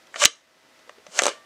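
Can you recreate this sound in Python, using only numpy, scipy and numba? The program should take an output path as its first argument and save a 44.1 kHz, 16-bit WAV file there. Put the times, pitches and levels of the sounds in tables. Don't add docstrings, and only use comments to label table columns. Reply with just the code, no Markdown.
import sys
import numpy as np
from scipy import signal
from scipy.fft import rfft, irfft
from scipy.io import wavfile
from numba import njit

SR = 44100
rng = np.random.default_rng(int(sys.argv[2]) if len(sys.argv) > 2 else 0)


def master_out(mix):
    frames = np.transpose(np.atleast_2d(mix))
    ceiling = np.clip(frames, -1, 1)
    pcm = np.round(ceiling * 32767).astype(np.int16)
    wavfile.write(sys.argv[1], SR, pcm)


N = 63945

# (frequency [Hz], relative level [dB])
HISS_SPECTRUM = [(18, -43), (30, -24.5), (281, -4.5), (364, -4.5), (524, -5), (680, -11.5), (735, -4),
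                 (794, -6), (1970, -6), (2130, -8), (5300, -12.5), (15000, -29.5)]
# (frequency [Hz], level [dB])
HUM_TONES = [(538, -72), (641, -68), (1303, -73.5), (1999, -70.5)]

# bass, middle, presence, treble (centre [Hz])
EQ_BANDS = [560, 1800, 3500, 6700]
# (time [s], bass [dB], middle [dB], presence [dB], treble [dB], pitch [factor], ring length [factor])
FINGER_TAPS = [(.069, -42, -43.5, -41.5, -45, 0.95, .8), (.791, -33.5, -51, -44, -49, 0.91, 0.81),
               (.875, -35, -54, -54, -53, 0.76, 1.1), (.8938, -20.5, -24, -33, -37, 0.92, 0.47),
               (.9825, -33.5, -52, -42, -52.5, 0.73, 0.88), (1.066, -24.5, -39.5, -32.5, -35, 0.94, 0.72)]
# (time [s], bass [dB], middle [dB], presence [dB], treble [dB], pitch [factor], ring length [factor])
LID_CLACKS = [(.1417, -34, -14, -39.5, -33, 1.1, 0.76), (.1586, -18.5, -19, -18, -31, 1.0, 1.1),
              (.2, -26, -32, -27.5, -12.5, 1.04, 0.45), (.2186, -13, -8, -14, -8.5, 0.89, 0.7),
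              (.2312, -21, -13.5, -18.5, -19.5, .94, .9), (.2379, -12, 3.5, -6.5, 2.5, 0.94, 0.51),
              (.2402, -35, -1, -22, -33.5, .92, 0.75), (.2497, -15.5, -8, -2, 8, 1.22, 0.3),
              (.2544, -7.5, 9.5, 15, 14.5, 1.0, 0.78), (1.19, -2.5, -5.5, -5, -0.5, 1.0, 0.87),
              (1.1942, -15, -3, -17, -38, .98, 0.91)]
# (frequency [Hz], level [dB], t60 [s])
CASE_MODES = [(585.5, -15.5, .045), (657.8, -8, 0.053), (1175, -10, .038), (1380, -10, .035),
              (1732, -7, 0.02), (2050, -5.5, 0.027), (2400, -19.5, 0.02), (2700, -6.5, .022),
              (3066, -5.5, 0.027), (3886, -14.5, 0.018), (5610, -17.5, 0.02), (6472, 1, 0.017),
              (7220, -9.5, .012)]
# (frequency [Hz], level [dB], t60 [s])
CAVITY_MODES = [(612.4, -53.5, 0.27), (674, -39.5, .45), (1170, -41, 0.69), (1825, -42, 0.9),
                (3060, -49, .35), (3524, -44.5, 0.49), (6447, -47, .35)]
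# (frequency [Hz], relative level [dB])
CRACK_SPECTRUM = [(140, -25), (300, -16.5), (500, -4), (900, 5.5), (1500, 7.5), (3000, 8.5), (4500, 3),
                  (7800, 2.5), (9600, -13), (15000, -33)]

# (peak time [s], rise [s], fall [s], bass [dB], middle [dB], presence [dB], treble [dB])
SLIDE_STROKES = [(.168, 0.018, 0.035, -33.5, -45, -44, -40.5),
                 (0.206, 0.01, 0.0074, -30.5, -29.5, -23.5, -23),
                 (0.223, 0.01, 0.024, -21.5, -21, -20.5, -23),
                 (0.232, 0.018, 0.0088, -28.5, -22.5, -17.5, -15),
                 (1.185, 0.024, 0.021, -22, -33, -29, -23.5), (1.242, 0.012, 0.012, -29.5, -27, -27, -21),
                 (1.281, 0.038, 0.031, -28, -31.5, -28, -33.5)]
# (frequency [Hz], relative level [dB])
RUB_SPECTRUM = [(40, -37), (150, -21.5), (300, -9.5), (600, 5), (900, -0.5), (1300, 5), (3000, 1),
                (4200, -1), (6500, -2.5), (8200, -4.5), (10000, -17), (15000, -35)]
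# (peak time [s], half width [s], frequency [Hz], level [dB])
DRAWER_JUDDERS = [(.221, 0.0047, 1163, -19.5), (.2325, .0065, 595, -19.5)]
# (time [s], frequency [Hz], level [dB], t60 [s])
LOW_THUDS = [(0.2564, 80, -26, .025), (0.259, 310, -23.5, 0.063), (.272, 455, -29.5, 0.11),
             (0.9812, 424, -38, 0.027), (1.083, 188, -52, .12)]

# (time [s], bass [dB], middle [dB], presence [dB], treble [dB], pitch [factor], ring length [factor])
DRAWER_RATTLES = [(1.2199, -4.5, -10.5, -2.5, -3, 0.91, 0.52), (1.2354, -6.5, -13, -2, -5, 0.89, 0.55),
                  (1.2553, -7, -7, -5.5, -4, 0.94, 0.66), (1.2656, -1.5, -6.5, -6.5, -0.5, 0.96, 0.81),
                  (1.2808, -9, -5.5, -12.5, -13.5, 0.925, 0.84),
                  (1.2895, -23.5, -17.5, -16.5, -17.5, 0.7, 1.1)]
# (frequency [Hz], level [dB], t60 [s])
DRAWER_MODES = [(351.3, -33, 0.0347), (472, -14, 0.06), (596, -6, 0.0471), (665.5, -9.5, .045),
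                (786, -12.5, 0.035), (1110, -11, 0.041), (1394, -8, 0.042), (2103, -21.5, 0.023),
                (3070, -12.5, 0.012), (4180, -3, 0.01), (6100, -14, 0.0142), (6670, -3.5, 0.0111),
                (8400, -18, 0.0111)]
# (frequency [Hz], relative level [dB])
TICK_SPECTRUM = [(140, -17), (300, -16), (500, 1.5), (1500, 1), (2500, 0), (3900, 2), (5000, -3), (8400, 0),
                 (10300, -13.5), (15000, -36)]
# (frequency [Hz], relative level [dB])
REVERB_SPECTRUM = [(80, -3.5), (400, 5), (2000, 0), (4000, -3.5), (7500, -2.5), (10000, 1), (15000, -25)]


def undb(db):
    return 10 ** (np.asarray(db) / 20)


def unit_energy(response):
    return response / np.sqrt(np.sum(response ** 2))


def convolve(x, response):
    return signal.fftconvolve(x, response)[:len(x)]


def eq_curve(points, size=1024):
    hz, db = np.array(points, float).T
    grid_hz = np.maximum(np.arange(size // 2 + 1) * SR / size, 1)
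    gain = undb(np.interp(np.log(grid_hz), np.log(hz), db))
    cepstrum = irfft(np.log(gain))
    cepstrum[1:size // 2] *= 2
    cepstrum[size // 2 + 1:] = 0
    return irfft(np.exp(rfft(cepstrum)))


def noise(spectrum, count):
    response = unit_energy(eq_curve(spectrum))
    return signal.fftconvolve(rng.standard_normal(count + len(response) - 1), response, "valid")


def decay(t, t60):
    return np.exp(-np.log(1000) * t / t60)


def ring(modes, t, pitch=1, length=1):
    out = np.zeros(len(t))
    for k, (hz, db, t60) in enumerate(modes):
        polarity = 1 if hz < 1000 else (-1) ** k
        out += polarity * undb(db) * np.sin(2 * np.pi * hz * pitch * t) * decay(t, t60 * length)
    return out


def wavering_tone(hz, t, wander_rad):
    return np.sin(2 * np.pi * hz * t + wander_rad * np.cumsum(rng.standard_normal(len(t))))


def room_tone(hiss_db=-57):
    t = np.arange(N) / SR
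    hum = sum(undb(db) * np.sqrt(2) * wavering_tone(hz, t, wander_rad=.025) for hz, db in HUM_TONES)
    return undb(hiss_db) * noise(HISS_SPECTRUM, N) + hum


def knocks(hits, modes, crack_spectrum, crack_db, crack_t60_s, cavity_db, attack_s=.0003):
    t, out = np.arange(SR // 2) / SR, np.zeros(N + SR)
    attack = 1 - np.exp(-t / attack_s)
    cavity = undb(cavity_db) * ring(CAVITY_MODES, t)
    for start, *band_db, pitch, length in hits:
        crack = undb(crack_db) * noise(crack_spectrum, len(t)) * decay(t, crack_t60_s * length)
        wood = ring(modes, t, pitch, length) / 2
        hit = (wood + crack + cavity) * attack
        at = int(start * SR)
        out[at:at + len(t)] += convolve(hit, eq_curve(list(zip(EQ_BANDS, band_db))))
    return out[:N]


def slides(slips_per_s=12000, spread_db=2.5, body_db=-5.5):
    t, out = np.arange(N) / SR, np.zeros(N)
    hiss = unit_energy(eq_curve(RUB_SPECTRUM))
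    body = unit_energy(ring(CASE_MODES, t[:SR // 8]))
    for peak, rise, fall, *band_db in SLIDE_STROKES:
        clicks = (rng.random(N) < slips_per_s / SR) * rng.choice([-1, 1], N)
        grains = clicks * undb(spread_db * rng.standard_normal(N))
        swell = np.exp(np.minimum((t - peak) / rise, (peak - t) / fall))
        slips = grains / grains.std() * swell
        rub = convolve(slips, hiss) + undb(body_db) * convolve(slips, body)
        out += convolve(rub, eq_curve(list(zip(EQ_BANDS, band_db))))
    return out


def judders():
    t, out = np.arange(N) / SR, np.zeros(N)
    for peak, width, hz, db in DRAWER_JUDDERS:
        swell = np.exp(-((t - peak) / width) ** 2)
        out += undb(db) * swell * wavering_tone(hz, t, wander_rad=.012)
    return out


def thuds(attack_s=.0017):
    out = np.zeros(N)
    for start, *mode in LOW_THUDS:
        t = np.maximum(np.arange(N) / SR - start, 0)
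        out += ring([mode], t) * (1 - np.exp(-t / attack_s))
    return out


def small_body(x, low_cut_hz=250.2):
    return signal.sosfilt(signal.butter(4, low_cut_hz, "highpass", fs=SR, output="sos"), x)


def reverb(x, early_db=-17.5, early_t60_s=.088, tail_db=-23.5, tail_t60_s=.26, build_s=.004):
    t = np.arange(SR // 2) / SR
    build = 1 - np.exp(-(t / build_s) ** 2)
    early = unit_energy(noise(REVERB_SPECTRUM, len(t)) * decay(t, early_t60_s) * build)
    tail = unit_energy(noise(REVERB_SPECTRUM, len(t)) * decay(t, tail_t60_s) * build)
    return convolve(x, undb(early_db) * early + undb(tail_db) * tail)


def scene():
    clacks = knocks(LID_CLACKS, CASE_MODES, CRACK_SPECTRUM,
                    crack_db=-7, crack_t60_s=.032, cavity_db=-26.5)
    rattles = knocks(DRAWER_RATTLES, DRAWER_MODES, TICK_SPECTRUM,
                     crack_db=-7, crack_t60_s=.02, cavity_db=-7)
    taps = knocks(FINGER_TAPS, CASE_MODES, CRACK_SPECTRUM, crack_db=-5.5, crack_t60_s=.035, cavity_db=-8)
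    box = small_body(taps + clacks + slides() + judders() + rattles) + thuds()
    return (box + reverb(box) + room_tone())[None]


@njit
def ducking_db(x, threshold, attack_s, recover_db_per_s):
    out, level, cut_db = np.empty(len(x)), 0., 0.
    for i in range(len(x)):
        level += (abs(x[i]) - level) / (attack_s * SR)
        over_db = 20 * np.log10(max(level / threshold, 1.))
        cut_db = max(cut_db - recover_db_per_s / SR, over_db)
        out[i] = cut_db
    return out


def record(dry, high_cut_hz=15400):
    cut_db = ducking_db(dry[0], threshold=float(undb(-10.5)), attack_s=.0029, recover_db_per_s=18.5)
    clipped = np.clip(dry * undb(-cut_db), -1, 1)
    return signal.sosfilt(signal.ellip(8, .2, 70, high_cut_hz, fs=SR, output="sos"), clipped)


dry = scene()
out = record(dry)
master_out(out)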